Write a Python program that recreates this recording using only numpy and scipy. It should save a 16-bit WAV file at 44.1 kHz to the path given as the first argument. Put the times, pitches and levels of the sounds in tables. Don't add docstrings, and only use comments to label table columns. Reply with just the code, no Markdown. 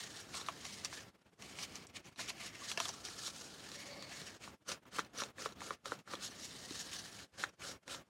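import sys
import numpy as np
from scipy import signal
from scipy.io import wavfile
from scipy.ndimage import uniform_filter1d

SR = 44100
rng = np.random.default_rng(int(sys.argv[2]) if len(sys.argv) > 2 else 0)


def store_wav(level_fs):
    pcm = np.round(np.clip(np.atleast_2d(level_fs), -1, 1) * 32767)
    wavfile.write(sys.argv[1], SR, pcm.T.astype(np.int16))


def volts(x):
    e = np.asarray(x, float) / 20
    return 10 ** e


N = 356769
STEP = 32

# [hz, level_db per Hz]
FIBRE_HISS = [(880, -44), (1500, -25), (2340, -16.5), (3600, 5.5), (5490, 1), (10000, -6), (11800, -24.5),
              (16000, -12)]
# [hz, width_hz, level_db]
SHEET_MODES = [(570, 130, -6), (737, 73, 1.5), (1123, 115, 5.5), (1350, 630, -7.5), (1730, 58, 5),
               (2380, 680, 0.5)]
# [hz, width_hz, level_db]
CRACK_MODES = [(2630, 280, -0.5), (3100, 120, -4), (3850, 88, -5.5), (4440, 500, -1.5), (5746, 300, 9.5),
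               (5860, 330, 7.5), (6620, 430, 0)]
# [hz, width_hz, level_db]
HAND_MODES = [(300, 110, -2), (500, 110, 0), (710, 120, -6)]
HELD_SHEET_DB = -4.5
LOOSE_DULLS, SHEEN_HZ = 0.53, 6000


def rubbing():
    hiss_db, body_db, flap_hz, loose_db, dabbing = friction()
    fibres = grains(per_s=9500, spread_db=3.0, clump_db=2.32)
    crinkles = grains(per_s=210, spread_db=3.0, clump_db=2.5)
    catches = rms_one(fibres) + volts(-11.5) * rms_one(crinkles)

    hiss = coloured(catches, FIBRE_HISS, patchy_db=1.3, rate=18)
    crackle = modes(catches[1], CRACK_MODES, [drift(16) for mode in CRACK_MODES], scatter_db=4.5)
    hiss = hiss + volts(-7) * rms_one(crackle)
    soft = signal.lfilter(*signal.butter(1, SHEEN_HZ, fs=SR), hiss)
    hiss = soft + volts(-LOOSE_DULLS * np.maximum(loose_db, 0)) * (hiss - soft)
    hiss = dull(hiss, cut_hz=12700)

    sheet = modes(catches[0], SHEET_MODES, [drift(20.3) for mode in SHEET_MODES], scatter_db=4.5)
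    body = rms_one(sheet) + 1.2 * rms_one(flap(catches[1], flap_hz, width_share=.2))
    boom = modes(catches[1], HAND_MODES[1:], [drift(16), drift(13)], scatter_db=3.5)
    body = body + volts(HELD_SHEET_DB) * dabbing * rms_one(boom)
    body = rms_one(dull(body, cut_hz=2950))
    return volts(hiss_db - 1.0) * (hiss + volts(np.minimum(body_db, 6) - 3.5) * body)


# [pressure_end_s, hiss_db, swell_s, held_s, fade_s]
DAUBER_STROKES = [
    (4.72, -43.5, 0.038, 0.033, 0.027),
    (4.989, -47, .04, .04, 0.041),
    (5.216, -45, 0.052, 0.022, 0.068),
    (5.456, -47, 0.047, 0.047, 0.059),
    (5.665, -49.5, 0.037, 0.037, .11),
    (5.915, -53.5, .025, 0.054, 0.081),
    (6.144, -53, 0.11, 0.022, 0.046),
    (7.433, -49, 0.043, 0.038, 0.044),
    (7.715, -47.5, 0.11, 0.046, 0.032),
    (7.93, -44.5, 0.057, 0.013, 0.054),
]
# [peak_s, hiss_db, swell_s, fade_s]
SHEET_SHIFTS = [(0.0, -50.5, .1, 0.24), (0.172, -46.5, 0.067, 0.087), (0.355, -43.5, 0.067, .13),
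                (0.479, -53.5, 0.057, 0.45), (0.659, -55, 0.058, 0.39), (0.8, -52, .3, .06),
                (0.852, -40.5, .016, 0.023), (0.938, -50.5, 0.097, .17), (1.6, -52, 0.062, .05),
                (1.634, -37.5, 0.05, 0.025), (1.766, -51, 0.099, 0.082), (1.97, -53, 0.049, 0.037),
                (2.047, -56, 0.035, 0.13), (2.207, -47.5, 0.068, 0.086), (2.299, -44, 0.08, 0.031),
                (2.464, -43.5, .12, 0.024), (2.714, -44.5, 0.21, 0.047), (2.808, -44.5, 0.049, 0.21),
                (2.893, -45.5, 0.17, 0.029), (3.052, -50.5, .02, 0.64), (3.267, -42, 0.11, 0.08),
                (3.368, -53.5, 0.13, 0.42), (3.79, -51, .3, 0.22), (4.198, -51, 0.32, 0.26),
                (4.446, -53, 0.089, 0.13), (6.254, -42, 0.057, 0.065), (6.441, -49, .2, 0.33),
                (6.77, -46.5, 0.26, 0.26), (6.934, -45, 0.063, 0.19), (7.192, -52, .12, 0.096)]
# [time_s, hiss_db, flap_pitch_hz, looseness_db added to the body]
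STEADY_CONTACT = [(0.0, -59, 1930, -0.2), (0.4, -66.5, 1300, 1.6), (0.7, -55.5, 2200, -0.8),
                  (1.0, -63, 1700, 0.5), (1.09, -75, 1300, -0.5), (1.36, -67, 1500, 0),
                  (1.45, -56, 2300, 0.5), (2.0, -72, 2300, 2), (2.4, -68, 2250, 3.5),
                  (2.95, -66.5, 1310, -1.1), (3.5, -58, 1460, -4), (3.95, -63, 2060, 2.5),
                  (4.5, -72, 1400, 0.2), (6.15, -70, 1290, -0.2), (6.45, -63.5, 2050, -2.5),
                  (6.8, -53.5, 1760, -1.5), (7.3, -64.5, 1570, -0.5), (8.09, -69.5, 1300, -1.5)]
# [from_s, to_s]
DABBING_SPANS = [
    (4.55, 6.2),
    (7.3, 8.1),
]
BODY_DB, DABBING_BODY_DB = 0.18, 4
BODY_LAGS, MID_RUB_DB = 0.28, -55


def friction():
    contact_db, flap_hz, loose_db = in_time(STEADY_CONTACT)
    power = sum(swell(s, db, swell_s, 0, fade_s) for s, db, swell_s, fade_s in SHEET_SHIFTS)
    power = power + sum(swell(*stroke) for stroke in DAUBER_STROKES)
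    hiss_db = 10 * np.log10(volts(2 * contact_db) + smooth(power))
    t = np.arange(N) / SR
    dabbing = sum((t > start) & (t < end) for start, end in DABBING_SPANS)
    body_db = BODY_DB + loose_db + DABBING_BODY_DB * dabbing - BODY_LAGS * (hiss_db - MID_RUB_DB)
    return hiss_db, body_db, flap_hz, loose_db, dabbing


def swell(s, db, swell_s, held_s, fade_s):
    t = steps() - s
    before = np.maximum(-t - held_s, 0) / max(swell_s, .005)
    after = np.maximum(t, 0) / max(fade_s, .005)
    return volts(2 * (db - 20 * np.minimum(before + after, 4)))


def grains(per_s, spread_db, clump_db):
    sizes = volts(spread_db * np.minimum(rng.exponential(1, (2, N)), 5)) * rng.choice([-1, 1], (2, N))
    born = rng.random((2, N)) < per_s / SR
    return sizes * born * volts(clump_db * drift(28.4))


def flap(x, hz, width_share):
    out, state = np.zeros(N), np.zeros(2)
    for i in range(0, N, 256):
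        r = np.exp(-np.pi * width_share * hz[i] / SR)
        poles = [1, -2 * r * np.cos(2 * np.pi * hz[i] / SR), r * r]
        out[i:i + 256], state = signal.lfilter([1 - r, 0, r - 1], poles, x[i:i + 256], zi=state)
    return out


# [hz, width_hz, level_db]
TABLE_MODES = [(420, 160, -14), (670, 70, 0)]
HAND_HZ, LIFTED_S, VOLLEY_T60_S = 500, 3.5, 0.031


def snaps():
    out, t = np.zeros(N + 2048), np.arange(2048) / SR
    for s, body_db, hz, crack_db, crack_hz, thud_db, thud_hz in snap_rows():
        luck = rng.standard_normal((5, len(t)))
        volley = luck[:2] ** 3 * [[.07], [.12]] * volts(-60 * t / VOLLEY_T60_S)
        volley[:, 0] += 4.0

        bend = dull(volley[0], cut_hz=1.12 * hz)
        body = resonance(bend, hz, 0.24 * hz)
        body = body + volts(-11.5) * modes(bend, SHEET_MODES, luck[2], scatter_db=2.0)

        tear = dull(dull(volley[1], cut_hz=22000), cut_hz=8000)
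        crack = resonance(tear, crack_hz, 0.16 * crack_hz)
        crack = crack + volts(-10) * modes(tear, CRACK_MODES, luck[3], scatter_db=4.0)
        bare_edge = dull(np.diff(tear, prepend=0), cut_hz=9500)
        crack = crack + volts(-16.5) * bare_edge

        lying = s < LIFTED_S
        ratio = thud_hz / HAND_HZ
        support = TABLE_MODES if lying else HAND_MODES * np.array([ratio, ratio, 1])
        thud = modes(dull(volley[0], cut_hz=860), support, luck[4], scatter_db=1.5)
        thud = np.roll(thud, round(0.00196 * SR) * lying)

        at = round((s + 0.00091) * SR)
        for part, db in ((body, body_db + 0.17), (crack, crack_db + 7.5), (thud, thud_db + 3.0)):
            out[at:at + len(t)] += volts(db) * part / np.abs(part).max()
    return out[:N]


# [time_s, body_db, body_pitch_hz, thud_db, thud_pitch_hz]
EDGE_FLICKS = [
    (4.715, -36, 1110, -48, 453),
    (4.985, -25.5, 1260, -39, 503),
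    (4.991, -21, 1350, -42, 400),
    (5.219, -27, 1340, -38.5, 433),
    (5.458, -27, 1350, -38, 450),
    (5.706, -27, 1230, -40.5, 525),
    (5.919, -26, 1330, -36.5, 470),
    (6.135, -29.5, 1220, -40.5, 494),
    (7.437, -20, 1490, -51, 600),
    (7.944, -41, 1040, -62, 500),
]
# [time_s, body_db, body_pitch_hz, crack_db]
FOAM_CATCHES = [(4.476, -39, 1070, -61), (4.717, -50, 1120, -39), (4.721, -43, 1350, -55),
                (4.853, -44, 1160, -60), (4.996, -48, 1760, -42), (5.003, -40, 1650, -44),
                (5.235, -40, 1060, -36), (5.382, -38.5, 1650, -64), (5.605, -40, 1820, -48),
                (5.617, -35.5, 1100, -53), (5.856, -32, 1250, -46), (6.075, -37, 1330, -69),
                (6.152, -51, 1350, -44), (7.44, -42, 1740, -42), (7.447, -37, 1670, -65),
                (7.878, -38, 1740, -44), (7.946, -55, 1040, -46)]
# [time_s, body_db, body_pitch_hz, crack_db, crack_pitch_hz]
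CREASE_SNAPS = [(0.342, -35, 2200, -56, 5190), (0.412, -41, 1160, -44, 3750),
                (0.485, -27.5, 1120, -38.5, 3100), (0.651, -37.5, 2450, -41.5, 4140),
                (0.847, -41, 1480, -29, 4700), (0.852, -45, 1550, -36, 4800),
                (0.927, -36.5, 1530, -52, 5240), (1.422, -47, 2420, -43, 2610),
                (1.587, -37, 2470, -42, 2960), (1.755, -44, 1910, -41, 6160),
                (1.868, -59, 872, -39.5, 7750), (1.964, -45, 2470, -46.5, 2920),
                (2.159, -39, 2490, -41, 3920), (2.192, -36, 1350, -46, 2660), (2.201, -36, 2300, -47, 3850),
                (2.302, -37, 2400, -40, 2560), (2.715, -39.5, 1200, -33, 3250),
                (2.774, -24, 2500, -34.5, 5200), (2.801, -26.5, 1130, -28.5, 3280),
                (2.854, -38, 1240, -36, 3450), (2.883, -39, 1730, -38, 6100), (2.89, -37, 886, -36, 4700),
                (3.05, -52, 1530, -40.5, 5450), (3.085, -40, 1920, -44, 5670)]
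# [time_s, crack_db, thud_db, thud_pitch_hz]
KNOCKS = [(2.894, -48, -47, 500), (3.277, -41, -53, 500), (3.716, -44.5, -49, 490),
          (4.024, -41.5, -59, 500), (.463, -46, -65, 500), (4.215, -44, -45.5, 292), (5.047, -54, -71, 500),
          (5.286, -56, -65, 500), (5.489, -52, -51, 500), (5.522, -54, -62, 500), (5.989, -56, -60, 500),
          (6.707, -44, -41.5, 293)]
FLICK_CRACK_DB, FLICK_CRACK_HZ = -20, 3630
CATCH_THUD_DB, CATCH_CRACK_HZ = -21, 3640
CREASE_THUD_DB = -14.5
TAP_BODY_DB, TAP_BODY_HZ, TAP_CRACK_HZ = -3, 1190, 4100


def snap_rows():
    flicks = [(s, db, hz, db + FLICK_CRACK_DB, FLICK_CRACK_HZ, *thud) for s, db, hz, *thud in EDGE_FLICKS]
    catches = [(s, db, hz, crack_db, CATCH_CRACK_HZ, db + CATCH_THUD_DB, HAND_HZ)
               for s, db, hz, crack_db in FOAM_CATCHES]
    creases = [(*row, row[1] + CREASE_THUD_DB, HAND_HZ) for row in CREASE_SNAPS]
    taps = [(s, db + TAP_BODY_DB, TAP_BODY_HZ, db, TAP_CRACK_HZ, *thud) for s, db, *thud in KNOCKS]
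    return creases + flicks + catches + taps


# [hz, width_hz, level_db]
PAD_CASE = [(570, 45, 3), (1100, 90, -9), (2200, 110, -2), (4500, 250, -5)]


def pad():
    foam = grains(per_s=3000, spread_db=3.0, clump_db=1.5)[0]
    case = modes(foam, PAD_CASE, [drift(11) for mode in PAD_CASE], scatter_db=3.0)
    grind = swell(s=4.16, db=-57, swell_s=0.082, held_s=0.37, fade_s=0.14)
    return rms_one(case) * np.sqrt(smooth(grind))


TABLE_ECHO_S, TABLE_ECHO_DB = .0023, -21
ROOM_T60_S, ROOM_DB = 0.092, -13.5


def room(x):
    t = np.arange(SR // 4) / SR
    tail = rng.standard_normal(len(t)) * volts(-60 * t / ROOM_T60_S) * (t > .004)
    tail *= volts(ROOM_DB) / np.sqrt(np.sum(tail ** 2))
    tail[0] = 1
    tail[round(TABLE_ECHO_S * SR)] = volts(TABLE_ECHO_DB)
    return signal.fftconvolve(x, tail)[:N]


# [hz, level_db per Hz]
AIR_COLOUR = [(18, -34), (30, 3.5), (273, 5), (988, -4.5), (3600, -13), (4530, -28), (8080, -28),
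              (16000, -26.5)]
# [hz, width_hz, level_db]
DUCT_MODES = [(99.7, 18, -0.5), (195.4, 27, 2), (275.7, 35, -7.5)]
ROOM_TONE_DB = -58


def room_tone():
    air = coloured(rng.standard_normal((2, N)), AIR_COLOUR, patchy_db=0.76, rate=8.5)
    duct = rms_one(modes(rng.standard_normal(N), DUCT_MODES, np.zeros(len(DUCT_MODES)), scatter_db=0))
    return volts(ROOM_TONE_DB) * (air + volts(-10.0) * duct)


def resonance(x, hz, width_hz):
    r = np.exp(-np.pi * width_hz / SR)
    poles = [1, -2 * r * np.cos(2 * np.pi * hz / SR), r * r]
    return signal.lfilter(np.array([1, 0, -1]) * (1 - r * r) / 2, poles, x)


def modes(x, table, luck, scatter_db):
    return sum((-1) ** k * volts(db + scatter_db * luck[k]) * resonance(x, hz, width_hz)
               for k, (hz, width_hz, db) in enumerate(table))


def dull(x, cut_hz):
    return signal.lfilter(*signal.butter(2, cut_hz, fs=SR), x)


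def coloured(sources, spectrum, patchy_db, rate):
    hz, db = np.transpose(spectrum)
    edges, out = 28 * 2 ** (np.arange(29) / 3), 0
    for k, (low, high) in enumerate(zip(edges, edges[1:])):
        band = signal.sosfilt(signal.butter(2, [low, high], "band", fs=SR, output="sos"), sources[k % 2])
        level_db = np.interp(np.log(low * high) / 2, np.log(hz), db)
        out = out + volts(level_db + patchy_db * drift(rate)) * band
    return rms_one(out)


def drift(rate):
    r = np.exp(-40 * np.pi * rate / SR)
    slow = signal.lfilter([1], [1, -2 * r, r * r], rng.standard_normal(N // 20 + 2002))[2000:]
    return np.interp(np.arange(N) / 20, np.arange(len(slow)), rms_one(slow))


def rms_one(x):
    return x / np.sqrt(np.mean(x ** 2) + 1e-20)


def in_time(rows):
    s, *columns = np.transpose(rows)
    return [np.interp(np.arange(N) / SR, s, c) for c in columns]


def steps():
    return np.arange(0, N + STEP, STEP) / SR


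def smooth(control):
    return np.interp(np.arange(N) / SR, steps(), control)


def scene():
    mono = room(rubbing() + snaps() + pad()) + room_tone()
    return np.array([mono, mono])


# [shut_s, depth_db, held_s]
GATE_SHUTS = [(1.115, -17, 0.018), (1.177, -19.5, .002), (1.203, -18.5, .002), (1.239, -22.5, .002),
              (1.275, -11, .02), (1.31, -22, .002), (1.35, -19, 0.022), (1.866, -8, 0.02),
              (1.918, -9.5, 0.012), (2.023, -11.5, 0.016), (2.107, -11, 0.0055), (2.153, -20.5, .002),
              (4.388, -14.5, .002), (4.58, -25, .018), (4.643, -24, .002), (4.807, -20.5, 0.0022),
              (4.847, -13.5, .002), (4.9, -11, 0.016), (5.08, -8.5, 0.045), (5.328, -14, 0.02),
              (5.543, -9.5, .005), (5.775, -17.5, 0.052), (6.033, -21.5, 0.019), (7.274, -19.5, 0.046),
              (7.35, -8, 0.026), (7.516, -16, 0.013), (7.564, -25, .002), (7.801, -24.5, 0.013),
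              (7.849, -19.5, .002), (8.043, -17, .05)]
SHUT_DB_PER_S, OPEN_DB_PER_S, OPEN_DB = 696, 695, 0


def gate_db():
    t = steps()
    dips = [depth_db + SHUT_DB_PER_S * np.maximum(s - t, 0) + OPEN_DB_PER_S * np.maximum(t - s - held_s, 0)
            for s, depth_db, held_s in GATE_SHUTS]
    return smooth(np.minimum(np.min(dips, axis=0), OPEN_DB))


def band_limit(x):
    return signal.sosfilt(signal.butter(12, 16420, fs=SR, output="sos"), x)


LOW_CUT_HZ, TOP_HZ = 62, 15830
CIRCUIT_HISS_DB, CIRCUIT_TOP_HZ = -86.5, 12600
TOP_SHUTS_DB = -8


def record(dry):
    band = signal.sosfilt(signal.butter(4, LOW_CUT_HZ, "high", fs=SR, output="sos"), dry)
    circuit = signal.butter(8, CIRCUIT_TOP_HZ, fs=SR, output="sos")
    hiss = signal.sosfilt(circuit, rng.standard_normal(N))
    gain_db = gate_db()
    low = signal.sosfiltfilt(circuit, band)
    top_open = uniform_filter1d(1.0 * (gain_db > TOP_SHUTS_DB), size=256)
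    gated = (low + top_open * (band - low)) * volts(gain_db) + volts(CIRCUIT_HISS_DB) * hiss
    mix = signal.sosfilt(signal.ellip(10, .5, 60, TOP_HZ, fs=SR, output="sos"), gated)
    return band_limit(mix)


dry = scene()
out = record(dry)
store_wav(out)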